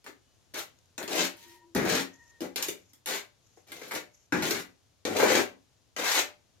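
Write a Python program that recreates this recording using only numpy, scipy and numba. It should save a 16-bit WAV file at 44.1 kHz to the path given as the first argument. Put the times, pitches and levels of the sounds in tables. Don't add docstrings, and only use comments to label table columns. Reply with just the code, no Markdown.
import sys
import numpy as np
from scipy import signal
from scipy.fft import rfft, irfft
from scipy.io import wavfile
from numba import njit

SR = 44100
rng = np.random.default_rng(int(sys.argv[2]) if len(sys.argv) > 2 else 0)


def file_out(sig):
    cols = np.atleast_2d(sig).T
    lim = np.clip(cols, -1, 1)
    pcm = np.round(lim * 32767).astype(np.int16)
    wavfile.write(sys.argv[1], SR, pcm)


N = 291060
TIME = np.arange(N) / SR

# frequency in Hz, relative density in dB.
SAND_SPECTRUM = [(100, -36.5), (1200, -22), (2000, -1.5), (2600, -0.5), (3100, -1.5), (3600, -2), (4300, 0),
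                 (5000, -3), (5900, -2.5), (6800, -1), (8200, -8), (11000, -27.5), (16000, -28)]
FINE_SPECTRUM = [(100, -50.5), (3000, -13), (6500, -4), (8500, 4), (10000, 4.5), (12000, 8), (14000, 5.5),
                 (16000, -7.5)]
GRIT_SPECTRUM = [(100, -47), (500, -17), (850, -1.5), (1200, -2), (1500, 2.5), (1850, 1), (2300, 1),
                 (3000, -18), (5000, -27.5), (16000, -50.5)]


def undb(db):
    return 10 ** (np.asarray(db) / 20)


def unit(h):
    return h / np.sqrt(np.sum(h ** 2, axis=-1, keepdims=True))


def convolve(x, h):
    return signal.oaconvolve(x, h)[:N]


def response(spectrum, size=4096):
    hz, db = np.transpose(spectrum)
    grid_hz = np.maximum(np.fft.rfftfreq(size, 1 / SR), 1)
    gain = undb(np.interp(np.log(grid_hz), np.log(hz), db))
    cepstrum = irfft(np.log(gain))
    cepstrum[1:size // 2] *= 2
    cepstrum[size // 2 + 1:] = 0
    return irfft(np.exp(rfft(cepstrum)))


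def colour(x, spectrum):
    return convolve(x, unit(response(spectrum)))


def walk(rate_hz):
    knots = rng.standard_normal(N // 20)
    return 1.2 * np.interp(TIME * rate_hz, np.arange(len(knots)), knots)


def burst(start_s, end_s, fade_s):
    return np.clip(np.minimum(TIME - start_s, end_s - TIME) / fade_s, 0, 1)


@njit
def bandpass(x, hz, width_hz):
    y, band, low = np.empty(len(x)), 0., 0.
    for i in range(len(x)):
        g, k = np.tan(np.pi * hz[i] / SR), width_hz[i] / hz[i]
        v = (band + g * (x[i] + 1e-18 - low)) / (1 + g * (g + k))
        band, low, y[i] = 2 * v - band, low + 2 * g * v, k * v
    return y


def room_noise():
    # frequency in Hz, relative density in dB.
    air_spectrum = [(20, -20.5), (45, -12), (100, 0.5), (160, -10), (250, -12.5), (500, -16), (1000, -20.5),
                    (2000, -24), (3000, -22.5), (4500, -22), (6700, -21), (8500, -31), (12000, -31.5),
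                    (16000, -47)]
    common = rng.standard_normal(N)
    level = undb(-72.5 + walk(3))
    sides = [1.01 * common + 1.46 * rng.standard_normal(N) for _ in range(2)]
    return np.array([level * colour(side, air_spectrum) for side in sides])


def flicker():
    # start in seconds, end in seconds, level in dB.
    hisses = [(0.705, 0.934, -102), (2.103, 2.334, -67.5), (2.78, 2.975, -70), (3.42, 3.642, -71),
              (4.12, 4.271, -69)]
    # start in seconds, level in dB.
    ticks = [(0.7872, -58.5), (0.857, -60)]
    # frequency in Hz, relative density in dB.
    hiss_spectrum = [(100, -53), (2200, -12), (2900, -11), (3800, -32), (5400, -5), (6800, 0.5),
                     (8000, -19), (10500, -54), (11400, -5), (12500, -38), (16000, -56)]
    level = sum(undb(db) * burst(start_s, end_s, fade_s=0.03) for start_s, end_s, db in hisses)
    level *= undb(3.7 * walk(100))
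    level += sum(undb(db) * burst(start_s, start_s + .003, fade_s=.001) for start_s, db in ticks)
    return np.array([colour(level * rng.standard_normal(N), hiss_spectrum) for _ in range(2)])


def metallic_ring():
    # start in seconds, end in seconds, pitch in Hz, relative level in dB.
    tones = [(1.31, 1.846, 344, -59.5), (1.323, 1.72, 947, -59.5), (1.383, 1.67, 1860, -59),
             (2.023, 2.44, 1853, -58.5), (2.03, 2.455, 950, -71), (0.13, 0.41, 2960, -80)]
    out = np.zeros(N)
    for start_s, end_s, hz, db in tones:
        wavering_hz = hz + .5 * np.sqrt(hz) * walk(140)
        phase = 2 * np.pi * np.cumsum(wavering_hz) / SR
        out += undb(db - 2 + 3 * walk(45)) * burst(start_s, end_s, fade_s=.1) * np.sin(phase)
    return out


def wall_echoes(t60_low_s, t60_high_s):
    age_s = TIME[:SR * 2 // 3]
    noise = rng.standard_normal((2, len(age_s)))
    noise = signal.sosfilt(signal.butter(2, 210, "high", fs=SR, output="sos"), noise)
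    low = signal.sosfiltfilt(signal.butter(2, 4000, fs=SR, output="sos"), noise)
    echoes = low * undb(-60 * age_s / t60_low_s) + (noise - low) * undb(-60 * age_s / t60_high_s)
    return unit(echoes * np.clip(age_s / 0.00065, 0, 1))


def room(x, wet_db, t60_low_s, t60_high_s):
    angle = 2 * np.pi * 2.3 * TIME + .5 * walk(5)
    wet = np.zeros((2, N))
    for share in (np.cos(angle), np.sin(angle)):
        wet += [convolve(x * share, tail) for tail in wall_echoes(t60_low_s, t60_high_s)]
    return (x + undb(wet_db) * wet) / np.hypot(1, undb(wet_db))


def floor_and_pipe(x):
    # mode frequency in Hz, relative level in dB.
    modes = [(101, 9), (118, -10), (183, 3), (208, -15.5), (248, 0.5), (271, 4), (335, -0.5), (397, -10),
             (428, 0), (516, -8), (594, 4.5), (731, 4), (833, 3.5), (872, -11.5), (1083, 4)]
    age_s = TIME[:SR // 2]
    impulse = 0
    for hz, db in modes:
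        t60_s = .36 * (200 / hz) ** .2
        impulse += undb(db - 60 * age_s / t60_s) * np.cos(2 * np.pi * hz * age_s)
    ring = convolve(x, impulse)
    return undb(-1.0) * x + undb(-11.5) * ring * np.std(x) / np.std(ring)


def blade_resonance(x, hz, relative_width):
    hz = np.clip(hz, 100, 1500) * np.ones(len(x))
    width_hz = relative_width * hz
    makeup = np.sqrt(2 * SR / (np.pi * width_hz))
    return bandpass(bandpass(x, hz, width_hz), hz, width_hz) * makeup


def knocks():
    # start in seconds, sand in dB, fine sand in dB relative to sand, grit in dB,
    # thud in dB, thud pitch in Hz.
    landings = [(0.0421, -43.5, -9, -56, -64.5, 445), (0.0632, -34, -17, -35, -64.5, 318),
                (0.5427, -31, -12, -64, -50, 400), (0.9793, -24.5, -16, -34, -41.5, 290),
                (1.0287, -30, -8, -42, -40.5, 258), (1.0777, -25, -21, -38, -45.5, 510),
                (1.1334, -33, -19, -34, -34.5, 384), (1.7496, -26.5, -5.5, -29, -23.5, 210),
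                (1.7636, -23.5, -25, -28, -36.5, 186), (2.4062, -31, -15, -46, -34.5, 320),
                (2.4163, -35.5, -12, -42, -33.5, 294), (2.5593, -19, -10, -35, -39.5, 427),
                (2.6253, -17, -9, -29.5, -51.5, 406), (2.685, -19.5, -7.5, -33.5, -34, 384),
                (2.9333, -45, -7.5, -59, -65, 285), (3.0592, -23, -11, -60, -66, 460),
                (3.1487, -34.5, -15, -34, -50.5, 447), (3.5727, -56, -11, -62, -55, 507),
                (3.7186, -30.5, -11, -35, -50, 303), (3.8161, -39, -17, -36, -43, 417),
                (3.9103, -28, -23, -24.5, -53, 445), (4.3227, -24, -21.5, -18, -25.5, 279),
                (4.3562, -50, -8, -35, -27, 257), (4.4233, -22.5, -14, -24, -33, 243),
                (4.508, -15, -14, -24.5, -29.5, 380), (5.0515, -20.5, -17.5, -26.5, -30.5, 323),
                (5.1866, -25, -6, -28, -34, 417), (5.2278, -22.5, -11, -25, -20.5, 385),
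                (5.305, -23, -21, -30, -26.5, 449), (5.9641, -21.5, -25.5, -27, -47, 640)]
    edge_s, crush_s, grit_s, thud_s = 0.00044, 0.0032, 0.0052, 0.0066
    sand, fine, grit, thud = np.zeros((4, N + SR))
    age_s = TIME[:SR // 10]
    crush = np.exp(-(age_s / crush_s) ** 2) * (0.6 + 0.94 * np.exp(-age_s / edge_s))
    force = np.exp(-age_s / thud_s)
    for start_s, sand_db, fine_db, grit_db, thud_db, hz in landings:
        noise = rng.standard_normal((4, len(age_s)))
        first = int(start_s * SR)
        span = slice(first, first + len(age_s))
        sand[span] += undb(sand_db) * crush * noise[0]
        fine[span] += undb(sand_db + fine_db) * crush * noise[1]
        grit[span] += undb(grit_db) * np.exp(-age_s / grit_s) * noise[2]
        body = unit(blade_resonance(force * noise[3], hz, relative_width=0.49))
        thud[span] += undb(thud_db) * np.linalg.norm(force) * body
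    click = undb(-1.0) * colour(sand, SAND_SPECTRUM)
    fizz = undb(4.5) * colour(fine, FINE_SPECTRUM)
    clack = colour(grit, GRIT_SPECTRUM)
    return click + fizz + clack, undb(5.5) * thud[:N]


def grains(per_s, spread_db):
    chance, size, sign = rng.random((3, N))
    hit = chance < per_s / SR
    size_db = spread_db * np.minimum(-np.log(size[hit]), 4.5)
    clicks = np.zeros(N)
    clicks[hit] = np.sign(sign[hit] - .5) * undb(size_db)
    return clicks / np.std(clicks)


def blade_pressure():
    # start, rise and fall in seconds, sand in dB, grit and fine sand in dB relative to sand,
    # judder in dB, judder pitch in Hz, boom in dB. Levels apply at peak pressure.
    pushes = [ (0.045, .04, 0.018, -58.5, -19, 0, -49.5, 344, -70),
              (0.537, 0.036, 0.042, -36, 0, -2.5, -42, 417, -63),
              (0.979, 0.035, 0.03, -50, 9, 3.5, -37.5, 414, -50),
              (1.078, 0.037, 0.061, -37.5, -4, -3.5, -34.5, 415, -55.5),
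              (1.149, 0.044, 0.068, -27, -3.5, -4.5, -30.5, 424, -57.5),
              (1.358, 0.013, 0.19, -56.5, -7.5, 0.5, -71, 351.5, -69.5),
              (1.748, 0.0074, 0.11, -40.5, 10, -4.5, -28.5, 312, -27),
              (1.850, 0.07, .1, -31.5, 1, -5.5, -30.5, 369, -35),
              (2.406, 0.017, 0.046, -50.5, 4.5, -1, -36, 358, -44),
              (2.562, 0.0069, 0.078, -40.5, 0.5, -7, -41.5, 416, -54.5),
              (2.659, 0.031, 0.03, -47, -25, 4, -50.5, 410, -47.5),
              (3.059, 0.035, 0.089, -33.5, 0, -2, -39.5, 426, -60),
              (3.668, 0.19, 0.11, -50.5, -4, -2.5, -52.5, 440, -59),
              (3.912, 0.049, 0.024, -40, 2, -2.5, -37.5, 454, -51),
              (4.321, 0.0053, 0.097, -41, 8, -6, -29, 264.3, -31),
              (4.422, 0.015, 0.082, -32, -2, -2.5, -32.5, 346, -34),
              (4.517, .02, 0.08, -40, 1.5, -2, -39, 322.5, -42),
              (5.052, 0.023, 0.16, -44.5, 3.5, -3, -32, 334, -54.5),
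              (5.148, 0.023, .03, -36, -1, -9, -30.5, 387, -46.5),
              (5.185, 0.052, 0.066, -30.5, 1, -6, -24, 454, -38),
              (5.282, .033, 0.038, -27, 2.5, -9, -25, 436, -36.5),
              (5.346, 0.024, 0.048, -30, 3, -2.5, -24.5, 382, -44),
              (5.963, 0.029, 0.086, -38.5, 3, -6, -37, 440, -58.5),
              (6.032, 0.08, 0.06, -29.5, -0.5, -5, -39.5, 548, -62),
              (6.142, 0.042, 0.021, -26, -4, -4.5, -30.5, 588, -59.5), ]
    touch_s, lift_s = 0.00088, 0.0067
    sand_swell_db, sand_ease_db, bass_swell_db, bass_ease_db = 8, 8, 10.5, 9
    swell_curve, ease_curve = 1.7, 1.55
    sag_octaves = .15
    envelopes, judder_hz = np.zeros((5, N)), np.zeros(N)
    for start_s, rise_s, fall_s, sand_db, grit_db, fine_db, judder_db, hz, boom_db in pushes:
        first = int(start_s * SR)
        age_s, length_s = TIME[:min(N - first, SR // 2)], rise_s + fall_s
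        span = slice(first, first + len(age_s))
        contact = np.clip(age_s / touch_s, 0, 1) * np.exp(-np.maximum(age_s - length_s, 0) / lift_s)
        to_peak = np.clip(1 - age_s / rise_s, 0, 1) ** swell_curve
        eased = np.clip((age_s - rise_s) / fall_s, 0, 1) ** ease_curve
        sand = contact * undb(sand_db - sand_swell_db * to_peak - sand_ease_db * eased)
        bass = contact * undb(-bass_swell_db * to_peak - bass_ease_db * eased)
        envelopes[:3, span] += [sand, sand * undb(grit_db), sand * undb(fine_db)]
        envelopes[3:, span] += [bass * undb(judder_db), bass * undb(boom_db)]
        judder_hz[span] = hz * 2 ** (sag_octaves * (.5 - np.minimum(age_s / length_s, 1)))
    return envelopes, judder_hz


def scrapes():
    (sand, grit, fine, judder, boom), judder_hz = blade_pressure()
    slip = undb(1.4 * walk(260))
    lumps = slip * undb(1.8 * walk(110))
    slip, lumps = (gain / np.sqrt(np.mean(gain ** 2)) for gain in (slip, lumps))
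    breaking = grains(per_s=1800, spread_db=4.0) * lumps
    crunch = undb(2.5) * colour(breaking * sand, SAND_SPECTRUM)
    grind = undb(-0.93) * colour(grains(per_s=2200, spread_db=4.0) * slip * grit, GRIT_SPECTRUM)
    dust = grains(per_s=3400, spread_db=6.5) * lumps
    fizz = colour((0.26 * breaking + 0.73 * dust) * fine, FINE_SPECTRUM)
    jolts = grains(per_s=1500, spread_db=0.74) * slip * judder
    shake = undb(-0.62) * blade_resonance(jolts, judder_hz, relative_width=1.105)
    # frequency in Hz, relative density in dB.
    boom_spectrum = [(25, -36), (60, -8), (80, -11.5), (105, -6), (180, 5), (250, 2), (400, -15.5),
                     (2000, -65.5)]
    rumble = undb(-3.5) * colour(grains(per_s=1200, spread_db=0.9) * boom, boom_spectrum)
    return crunch + grind + fizz, shake + rumble


def scene():
    crunch, shake = scrapes()
    crack, thud = knocks()
    left, right = undb(-1.5) * room(crunch + crack, wet_db=5.5, t60_low_s=0.25, t60_high_s=0.19)
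    lag_samples = 4
    right = np.concatenate([np.zeros(lag_samples), right[:-lag_samples]])
    bass = room(floor_and_pipe(shake + thud), wet_db=-2.5, t60_low_s=0.3, t60_high_s=0.23)
    return np.array([left, right]) + bass + metallic_ring() + flicker() + room_noise()


def record(dry):
    # frequency in Hz, left minus right in dB.
    port_balance = [(60, 1.5), (200, 0.5), (550, 8), (1100, 4.5), (2300, 4.5), (3800, 7.5), (5200, 0.5),
                    (7200, 5), (8100, -2.5), (9050, -12.5), (10200, -1), (12500, -3.5), (16000, -7)]
    cutoff_hz = 16250
    hz, balance_db = np.transpose(port_balance)
    spectra = [np.column_stack([hz, side * balance_db / 2]) for side in (1, -1)]
    ports = [convolve(x, response(spectrum)) for x, spectrum in zip(dry, spectra)]
    return signal.sosfilt(signal.ellip(10, .2, 80, cutoff_hz, fs=SR, output="sos"), ports)


dry = scene()
out = record(dry)
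file_out(out)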